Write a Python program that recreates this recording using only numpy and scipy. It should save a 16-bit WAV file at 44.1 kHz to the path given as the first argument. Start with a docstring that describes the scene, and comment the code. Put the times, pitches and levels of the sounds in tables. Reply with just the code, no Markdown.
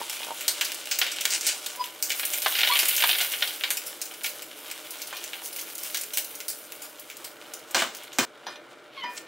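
"""A foil sachet taps and crinkles as it is shaken out over a steel saucepan.
Then noodles in sauce sizzle and spit while chopsticks stir them: a hiss of steam full of tiny pops.
The pan squeaks as it sticks and slips on its grate, and rings when knocks land on the hob.
Behind it all an extractor fan hums, and the small kitchen adds a short echo."""
import sys
import numpy as np
from scipy import signal
from scipy.fft import rfft, irfft, next_fast_len
from scipy.io import wavfile
from scipy.ndimage import uniform_filter1d

SR = 44100
rng = np.random.default_rng(int(sys.argv[2]) if len(sys.argv) > 2 else 0)


def materialize(psi):
    """Save the field psi as 16-bit PCM at rate SR to the path in sys.argv[1].

    A 1-D psi becomes a single channel; in a 2-D psi each row is a channel.
    """
    bounded = np.clip(np.atleast_2d(psi).T, -1, 1)
    quanta = np.round(bounded * 32767).astype(np.int16)
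    wavfile.write(sys.argv[1], SR, quanta)


N = 408807
TIME = np.arange(N) / SR


def undb(db):
    """Turn decibels into a plain gain."""
    return 10 ** (np.asarray(db) / 20)

def unit(x):
    """Scale a sound to an average (rms) level of 1."""
    return x / np.sqrt(np.mean(x ** 2))

def fade(n, fade_s):
    """A fade n samples long. A fade time is always the time taken to drop by 60 dB."""
    return 1000. ** (-np.arange(n) / (fade_s * SR))

def colour(x, db_of):
    """Change the tone with a curve that gives a gain in dB for each frequency."""
    size = next_fast_len(x.shape[-1])
    hz = np.fft.rfftfreq(size, 1 / SR) + 1
    return irfft(rfft(x, size) * undb(db_of(hz)), size)[..., :x.shape[-1]]

def curve(table):
    """Join (frequency [Hz], level [dB]) points into a tone curve."""
    hz_points, db_points = np.transpose(table)
    return lambda hz: np.interp(np.log(hz), np.log(hz_points), db_points)

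def band(x, low_hz, high_hz):
    """Keep the sound between two frequencies."""
    return signal.sosfilt(signal.butter(2, [low_hz, high_hz], "band", fs=SR, output="sos"), x)

def ring(push, tones):
    """A pushed object rings with several tones, each fading at its own speed."""
    sound = 0
    for hz, db, fade_s in tones:
        pole = np.exp(2j * np.pi * hz / SR - np.log(1000) / (fade_s * SR))
        sound += undb(db) * signal.lfilter([1], [1, -pole], push).imag
    return sound

def clicks(per_s, spread_db):
    """Scattered clicks of very unequal size."""
    hits = (rng.random(N) < per_s / SR) * rng.standard_normal(N)
    return unit(hits * undb(spread_db * np.minimum(rng.exponential(size=N), 5)))

def wobble(per_s):
    """Glide between random values, mostly within -1 to 1."""
    step = int(SR / per_s)
    held = np.repeat(rng.standard_normal(N // step + 1), step)
    return 1.2 * uniform_filter1d(held, step)[:N]


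# How wide the low and high sounds spread: (frequency [Hz], side gain [dB])
STEREO_WIDTH = [(30, 8), (120, -4.5), (2000, -2), (8000, 0.5)]
def stereo(middle, side, side_db):
    """Add the side sound on the left and subtract it on the right, to give width."""
    side = undb(side_db) * colour(side, curve(STEREO_WIDTH))
    return np.array([middle + side, middle - side])

def kitchen(x, fade_s=0.24, echo_db=-8.5):
    """The walls add a short wash of echoes, a little different for each ear."""
    t = np.arange(int(0.4 * SR)) / SR
    onset = np.clip(t / 0.001 - 1, 0, 1)
    middle, side = rng.standard_normal((2, len(t))) * fade(len(t), fade_s) * onset
    echoes = stereo(middle, side, side_db=-5.5) * undb(echo_db) / np.linalg.norm(middle)
    return x + signal.fftconvolve(x[None], echoes, axes=1)[:, :N]


# The tone of the fan's rush: (frequency [Hz], relative level [dB])
FAN_TONE = [(15, -77), (25, -32), (107, -29.5), (129, -16), (169, -20), (351, -4.5), (391, -12), (424, -3),
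            (570, -5.5), (926, -18), (1390, -24), (1590, -23), (2380, -12), (2650, -51), (15700, -45)]
# Pitches that the extractor's duct boosts: (frequency [Hz], width [Hz], boost [dB])
DUCT_PEAKS = [(140, 64, 2.5), (324, 88, 4.5), (605.6, 30, 10.5), (1414, 480, 18.5)]
def extractor(level_db=-50.5):
    """The fan makes a broad rush, and the duct lifts a few pitches into a hum."""
    def db_of(hz):
        boost = sum(db / (1 + (2 * (hz - peak) / width) ** 2) for peak, width, db in DUCT_PEAKS)
        return curve(FAN_TONE)(hz) + boost
    middle, side = colour(rng.standard_normal((2, N)), db_of) * undb(0.7 * wobble(6))
    return undb(level_db) * unit(stereo(middle, side, side_db=-11.5))


# The tone of the finest spatter: (frequency [Hz], relative level [dB])
SPATTER_TONE = [(6500, -25), (9000, 7), (11500, 5), (13500, 3), (15000, -0.5), (15700, 6)]
# Pitches of the air in the pan's hollow: (frequency [Hz], width [Hz], relative level [dB])
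PAN_AIR = [(1472, 265, -7.5), (2190, 546, -2), (2957, 360, -5.5), (3803, 1020, -6.5)]
def mix_bands(sounds):
    """Mix four sounds as top (fine spatter), treble (coarse), middle (air in the pan) and low (body)."""
    def filtered(top, treble, middle, low):
        air = sum((-1) ** k * undb(db) * signal.lfilter(*signal.iirpeak(hz, hz / width, SR), middle)
                  for k, (hz, width, db) in enumerate(PAN_AIR))
        return (colour(band(top, 6560, 21940), curve(SPATTER_TONE)), band(treble, 4200, 9600),
                air + 0.47 * band(middle, 1672, 4310), band(low, 590, 1570))
    click = signal.unit_impulse(8192, 4096)
    gains = [np.linalg.norm(response) for response in filtered(*[click] * 4)]
    return sum(part / gain for part, gain in zip(filtered(*sounds), gains))  # each keeps its level

def band_gains(edge_db, body_db, top_db, treble_db, edge_share, low_db):
    """Spread a sound's bright edge and duller body over the four bands, with an offset in dB for three."""
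    between_db = body_db + edge_share * (edge_db - body_db)
    return undb([edge_db + top_db, between_db + treble_db, body_db, body_db + low_db])[:, None]

def bursts(table, rise_s, **tone):
    """Each row makes a sharp snap and a fading spray of finer clicks."""
    spray = unit(rng.standard_normal(N) + 0.69 * clicks(1200, spread_db=1.2))
    bounce_delays = (2 + 20 * rng.random((len(table), 2)) ** 2).astype(int)  # in samples
    bands = np.zeros((4, N))
    for (at, edge_db, body_db, fade_s, snap_db, *_), delays in zip(table, bounce_delays):
        start = int(at * SR)
        n = min(int(fade_s * SR), N - start)
        age = np.arange(n) / SR
        spurt = 0.32 + 0.33 * np.exp(-age / 0.0046)  # strongest in the first instant
        burst = spray[start:start + n] * fade(n, fade_s) * spurt * (1 - np.exp(-age / rise_s))
        # Two bounces off the pan wall give every burst its own tone.
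        burst = burst + 0.44 * np.roll(burst, delays[0]) - 0.34 * np.roll(burst, delays[1])
        burst[[0, *delays]] += 3.6 * undb(snap_db) * np.array([1, 0.25, -0.2])
        bands[:, start:start + n] += band_gains(edge_db, body_db, **tone) * burst
    return mix_bands(bands)


# Brief rubs: (middle time [s], half length [s], bright edge [dB], body [dB])
RUB_SWELLS = [(1.343, 0.025, -32, -28.5), (1.487, 0.044, -35, -29.5), (5.461, 0.027, -32.5, -62),
              (7.796, 0.035, -47, -28.5), (8.525, 0.032, -74, -52), (8.993, 0.072, -89, -47.5),
              (9.165, 0.06, -46.5, -72), (9.177, 0.0096, -50, -40)]
def rubbing():
    """Rubbing makes a dense, fine crackle that swells and fades."""
    grit = unit(rng.standard_normal(N) + 1.3 * clicks(1500, spread_db=0.96))
    bands = np.zeros((4, N))
    for at, half_s, edge_db, body_db in RUB_SWELLS:
        gains = band_gains(edge_db, body_db, top_db=0.5, treble_db=7.5, edge_share=0.5, low_db=-14)
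        bands += gains * np.exp(-((TIME - at) / half_s) ** 2) * grit
    return mix_bands(bands)


# The pan sliding on its grate: (peak time [s], rise [s], fall [s], start pitch [Hz], end pitch [Hz],
# level [dB], 2nd harmonic [dB], 3rd harmonic [dB], pan tone [Hz], pan tone level [dB])
PAN_SLIDES = [(1.808, .035, 0.037, 992, 1004, -29, -52, -58, 4960, -37.5),
              (2.706, .016, 0.016, 980, 1010, -21.5, -32, -48, 4330, -52),
              (2.723, .012, 0.025, 1123, 1156, -20.5, -27, -26.5, 4290, -24),
              (8.978, .012, 0.043, 1103, 1050, -37, -39.5, -45, 4360, -48),
              (9.025, .03, 0.04, 1012, 1010, -58, -40, -38, 4870, -66),
              (9.053, .03, 0.065, 960, 988, -31.5, -45, -60, 2430, -46)]
def pan_squeaks(ends_db=-23.5):
    """The pan sticks and slips fast enough to make a pitch; its unsteady grip makes each tone waver."""
    sound = np.zeros(N)
    grips = [undb(3 * wobble(150)) for _ in range(4)]
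    for at, rise, fall, start_hz, end_hz, db1, db2, db3, pan_hz, pan_db in PAN_SLIDES:
        active = (TIME > at - rise) & (TIME < at + 4 * fall)
        t = TIME[active]
        slip_hz = np.interp(t, (at - rise, at + fall), (start_hz, end_hz))
        tones = [(slip_hz, db1), (2 * slip_hz, db2), (3 * slip_hz, db3), (np.full(len(t), pan_hz), pan_db)]
        for k, (hz, db) in enumerate(tones):
            late_s, linger = (0.004, 1.2) if k else (0, 1)  # upper tones peak later and last longer
            from_peak = t - at - late_s
            span = np.where(from_peak < 0, rise + late_s, fall * linger)
            swell_db = ends_db * np.abs(from_peak / span) ** 1.1
            wave = np.sqrt(2) * np.sin(2 * np.pi * np.cumsum(hz) / SR)
            sound[active] += undb(db + swell_db) * grips[k][active] * wave
    return band(sound, 700, 15000)


# The steel pan's own tones: (frequency [Hz], relative level [dB], fade time when free [s])
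PAN_TONES = [(995, -1, 0.095), (1550, -15, 0.12), (1795, -14.5, 1), (2150, -16, 0.19), (2443, -14, 0.64),
             (3080, -12, 0.34), (3200, -29, 0.1), (4140, -9.5, 0.35), (4950, -7, 0.34), (5830, -17, .2),
             (5910, -14, .2), (7180, -37, .15)]
# Knocks on the hob: (time [s], bright edge [dB], body [dB], fade time [s], snap over spray [dB],
# thud [dB], dull ring [dB], bright ring [dB], how freely the pan rings [0-1])
HOB_KNOCKS = [(2.4613, -33, -13.5, 0.092, 1.5, -55, -58, -70, .3),
              (2.8302, -23, -21, 0.068, 3, -64, -60, -70, .3),
              (3.0389, -23, -15.5, 0.1, 3, -69, -62, -70, .3),
              (5.127, -32, -33, 0.079, -4, -65, -48.5, -64, 0.66),
              (7.7461, -18.5, -16.5, 0.45, 0, -38.5, -39, -31, 0.1),
              (7.8208, -31, -22, .11, 7, -38, -64, -65, .3),
              (8.1859, -14.5, -16.5, 0.28, 3, -26, -34, -38.5, 0.32),
              (8.467, -54, -31, 0.28, 3, -50, -54, -48.5, 0.64),
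              (8.557, -63, -38, .1, 0, -65, -68, -62, 0.24),
              (9.0363, -61, -37, 0.59, -4, -53, -45, -60, 0.86)]
def hob_knocks(from_s, to_s):
    """Each knock in this time span clacks, thuds and rings the pan; a held pan rings only briefly."""
    knocks = [row for row in HOB_KNOCKS if from_s <= row[0] < to_s]
    thuds, rings = np.zeros((2, N))
    noise = rng.standard_normal(N)
    rumble = unit(band(noise, 212, 414))
    for at, _, _, fade_s, _, thud_db, dull_db, bright_db, free in knocks:
        start = int(at * SR)
        n = min(int(fade_s * SR), N - start)
        thuds[start:start + n] += undb(thud_db) * rumble[start:start + n] * fade(n, fade_s)
        n = min(SR // 2, N - start)
        blow = noise[start:start + n] * np.exp(-np.arange(n) / 250)
        tones = [(hz, db + (dull_db if hz < 4000 else bright_db),
                  ring_s * (free ** 2 if hz < 2000 else free)) for hz, db, ring_s in PAN_TONES]
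        rings[start:start + n] += ring(blow, tones)
    clacks = bursts(knocks, rise_s=0.00093, top_db=0.62, treble_db=2.7, edge_share=0.67, low_db=0.17)
    return clacks + band(thuds, 67, 1700) + band(rings, 480, 13300)


# Chopstick touches: (time [s], bright edge [dB], body [dB], fade time [s], snap over spray [dB])
CHOPSTICK_HITS = [(1.8406, -19, -25, 0.09, 3.5), (2.1037, -9, -21, 0.1, 4.5), (2.1174, -12, -21, 0.082, 2),
                  (2.5874, -11, -17, 0.17, 1), (2.6077, -17, -16.5, 0.12, 5), (2.633, -17, -12, 0.075, 4.5),
                  (2.6475, -16, -15, 0.14, -8), (2.6738, -18, -15, 0.09, 5),
                  (2.7571, -15, -16.5, 0.11, 4.5), (3.0034, -15, -23.5, 0.09, 7),
                  (3.0233, -14, -11, 0.17, 2), (3.1014, -24, -19.5, 0.09, 7), (3.1124, -25, -19, 0.097, 4),
                  (3.1512, -31, -22.5, 0.1, 8), (3.3365, -26, -20, 0.1, 2), (3.6102, -31, -25, 0.073, 6.5),
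                  (3.6372, -13, -14, 0.12, 2), (4.2437, -10, -18.5, 0.09, -1), (4.7014, -24, -34, 0.09, 5),
                  (4.7132, -14, -28, 0.073, 2), (5.333, -23, -26.5, 0.11, 5)]
def stirring():
    """Chopsticks click against the pan and the noodles."""
    return bursts(CHOPSTICK_HITS, rise_s=0.001, top_db=-8.5, treble_db=-7.5, edge_share=0.82, low_db=-14.5)


# Tones of the air in the sachet: (frequency [Hz], relative level [dB], fade time [s])
SACHET_TONES = [(770, -10, 0.033), (915, 5, 0.047), (1020, -4.5, .035), (1510, -10, 0.027)]
# Hollow taps of the sachet: (time [s], push strength [dB])
SACHET_TAPS = [(0.005, -25), (0.014, -18), (0.204, -26.5), (0.225, -34), (0.268, -31.5), (0.284, -27),
               (0.305, -23), (0.315, -21.5)]
def sachet_taps():
    """Short, rough pushes make the air in the sachet ring."""
    pushes, n = np.zeros(N), 100
    for at, db in SACHET_TAPS:
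        start = int(at * SR)
        pushes[start:start + n] = undb(db) * np.hanning(n) * (1 + rng.standard_normal(n)) / 20
    return band(ring(pushes, SACHET_TONES), 600, 2600)


# Crinkles of foil: (time [s], bright edge [dB], body [dB], fade time [s], snap over spray [dB])
FOIL_SNAPS = [(0.097, -16, -22.5, 0.035, -3), (0.128, -26, -30, 0.079, -8), (0.2319, -38, -27, 0.048, 4),
              (0.409, -22, -28, 0.16, 2), (0.4806, -8, -16, 0.15, 1), (0.611, -12.5, -12, 0.12, -1),
              (0.648, -16, -40, 0.15, 1), (0.719, -21, -26, 0.048, 4.5), (0.7462, -23, -38, 0.072, 3),
              (0.8565, -27, -35, 0.075, 3), (0.9128, -13, -20, 0.18, -2), (0.9883, -9, -25, 0.08, 0),
              (1.0154, -30, -10, 0.15, 2.5), (1.0654, -24, -22, 0.18, 0), (1.116, -20, -29, 0.12, -4),
              (1.1617, -26, -32, 0.069, 0), (1.2098, -16.5, -21.5, 0.075, -0.5),
              (1.2538, -9, -11, 0.056, 0.5), (1.305, -14.5, -34, 0.15, 0), (1.4102, -19, -27, 0.058, 1),
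              (1.4674, -9, -25, 0.1, -1), (1.662, -15, -22.5, 0.073, -4.5)]
def foil_crinkles():
    """The shaken foil creases with small, bright snaps."""
    return bursts(FOIL_SNAPS, rise_s=0.0012, top_db=0, treble_db=-0.5, edge_share=0.8153, low_db=-12)


FOIL_ENDS_S, RING_STOPS_S = 1.75, 8.25
# Loudness of the foil's rustle, then of the frying: (time [s], fine sizzle [dB], pan's hollow [dB])
SIZZLE_LEVELS = [(0.0, -41, -42), (0.95, -42.5, -41), (1.13, -44, -36), (1.42, -39, -42.5),
                 (1.81, -47, -46), (2.07, -48, -50.5), (2.24, -35, -40.5), (2.48, -31.5, -40.5),
                 (2.63, -32, -31.5), (3.1, -28, -34.5), (3.38, -37.5, -39.5), (4.08, -46.5, -50),
                 (5.24, -46, -47), (5.99, -39.5, -48), (6.63, -48.5, -55), (7.49, -57, -54.5),
                 (8.05, -60.5, -50), (8.24, -72, -56), (8.91, -71.5, -59.5), (9.27, -75, -55)]
def sizzle():
    """Steam hisses and bubbles of each size pop separately; at first the same noise is rustling foil."""
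    times, fine_db, hollow_db = np.transpose(SIZZLE_LEVELS)
    fine_db, hollow_db = np.interp(TIME, times, fine_db), np.interp(TIME, times, hollow_db)
    treble_db = hollow_db + 0.54 * (fine_db - hollow_db) + np.where(TIME < FOIL_ENDS_S, 1, -2)
    treble_db -= 0.4 * np.maximum(treble_db + 45, 0)  # the treble grows more slowly above -45 dB
    low_db = -52 + 0.41 * (hollow_db + 45)
    shared_flicker, shared_crackle = wobble(30), clicks(500, spread_db=2.3)
    bands = []
    for db, own_crackle in ((fine_db, 0.83), (treble_db, 1.0), (hollow_db, 0.88), (low_db, 0.42)):
        gain = undb(db + 1.6 * shared_flicker + 1.1 * wobble(18))
        hiss = rng.standard_normal(N)
        crackle = 0.93 * shared_crackle + own_crackle * clicks(400, spread_db=2.06)
        bands.append(gain * unit(hiss + crackle))
    sparkle_db = -0.5 + 0.3 * (fine_db + 40)  # the very top grows faster than the rest
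    sparkle = undb(sparkle_db) * (TIME > FOIL_ENDS_S) * band(bands[0], 13000, 15200)
    return mix_bands(bands) + sparkle

def random_pops(per_s, edge_lift_db, body_lift_db, scatter_db, fade_s, snap_db):
    """Rows for pops at random moments, louder when the frying is louder."""
    gaps, edge_drop, body_drop = rng.standard_exponential((400, 3)).T
    starts = FOIL_ENDS_S + np.cumsum(gaps) / per_s
    times, fine_db, hollow_db = np.transpose(SIZZLE_LEVELS)
    edges = np.interp(starts, times, fine_db) + edge_lift_db - scatter_db * edge_drop
    bodies = np.interp(starts, times, hollow_db) + body_lift_db - scatter_db * body_drop
    return [(*row, fade_s, snap_db) for row in zip(starts, edges, bodies) if row[0] < RING_STOPS_S]


# The louder spits: (time [s], bright edge [dB], body [dB], fade time [s], snap over spray [dB])
LOUD_SPITS = [(2.0259, -8.5, -29.5, 0.24, 6.5), (2.096, -19, -28, 0.11, 4.5),
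              (2.1964, -13.5, -22.5, 0.082, 4.5), (2.2317, -23, -21.5, 0.11, 1),
              (2.252, -15, -37, 0.069, 4.5), (2.3351, -12, -20, 0.15, 1.5),
              (2.4206, -36, -29.5, 0.088, 4.5), (2.4468, -30, -23.5, 0.08, 0),
              (2.5237, -28, -22.5, 0.17, 3), (2.551, -22, -18.5, 0.39, -4), (2.7686, -18, -24, 0.098, 0),
              (2.7906, -4.5, -16.5, 0.16, 1.5), (2.855, -10.5, -34, 0.22, 4.5), (2.9777, -20, -25, 0.2, 0),
              (3.093, -14, -16.5, 0.064, 7), (3.1303, -27, -17.5, 0.13, 4.5), (3.2044, -29, -16.5, 0.35, 4),
              (3.2124, -13, -23, 0.13, 1), (3.4231, -14.5, -11.5, 0.098, -1), (3.4752, -20, -20.5, 0.19, 2),
              (3.5379, -24, -36, 0.06, 3), (3.7051, -7.5, -20, 0.2, 4.5), (3.7708, -12, -29.5, 0.12, 1),
              (3.8654, -17, -50, 0.24, 1), (4.0162, -11, -35, 0.14, 2.5), (4.138, -27, -37, 0.093, -1),
              (4.235, -16.5, -38, 0.25, 0), (4.261, -15.5, -24.5, 0.16, 4), (4.422, -22, -31.5, 0.11, 2),
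              (4.9076, -16.5, -49, 0.19, 2), (5.018, -16, -36, 0.13, 2.5), (5.1674, -21, -30, 0.13, -3),
              (5.2405, -18, -36, 0.1, 6.5), (5.459, -21.5, -37, 0.12, 4.5), (5.5288, -21, -44, 0.16, 1),
              (5.5628, -19.5, -35, 0.18, 4.5), (5.5906, -23, -30.5, 0.14, 1), (5.8323, -19, -38, 0.2, 0),
              (5.861, -24, -42, 0.18, -1), (5.9457, -10.5, -22, 0.21, 2), (5.971, -19, -35, 0.15, 2),
              (6.0357, -22, -32, 0.077, 7), (6.135, -14, -30.5, 0.39, -3), (6.1732, -8.5, -21.5, 0.15, 5),
              (6.4035, -20.5, -33.5, 0.12, 6), (6.4822, -13, -30, 0.2, 2), (6.5007, -21.5, -40, 0.16, 7),
              (6.7212, -21, -35, 0.1, 4.5), (6.8197, -22.5, -41, 0.27, -1), (6.996, -24.5, -47, 0.13, 0),
              (7.0984, -24, -34.5, 0.2, -11), (7.1696, -24.5, -44, 0.052, 6),
              (7.2443, -20.5, -35.5, 0.23, -2), (7.5374, -20.5, -38, 0.15, 4.5),
              (7.7099, -25, -43, 0.08, 2), (7.9497, -19.5, -39, 0.07, 4), (7.9688, -28, -52, 0.13, 7),
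              (8.035, -30, -40, 0.13, 4), (8.1297, -29, -40, 0.39, 2)]
def spitting():
    """Hot sauce and fat spit, with smaller spits and short pops in between."""
    small = random_pops(3.4, edge_lift_db=25, body_lift_db=2.7, scatter_db=1.2, fade_s=0.1, snap_db=1.9)
    pops = random_pops(18, edge_lift_db=11.6, body_lift_db=11, scatter_db=4.7, fade_s=0.049, snap_db=7)
    spits = list(LOUD_SPITS) + small + pops
    return bursts(spits, rise_s=0.00094, top_db=-5, treble_db=-5.5, edge_share=0.74, low_db=-13.5)


def scene():
    """Put the cooking in the kitchen, over the hum of the extractor."""
    cut_short = np.interp(TIME, (RING_STOPS_S, 8.254), (1, 0))  # the loud knock and its echo stop dead
    early_knocks = kitchen(hob_knocks(0, RING_STOPS_S)) * cut_short
    late_knocks = hob_knocks(RING_STOPS_S, N / SR)
    sachet = foil_crinkles() + sachet_taps()
    cooking = spitting() + stirring() + rubbing() + sizzle() + pan_squeaks()
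    return kitchen(sachet + cooking + late_knocks) + early_knocks + extractor()

def record(dry, top_hz=15700):
    """The microphone cuts off the highest treble."""
    return signal.sosfilt(signal.ellip(10, 0.2, 70, top_hz, fs=SR, output="sos"), dry)


dry = scene()
out = record(dry)
materialize(out)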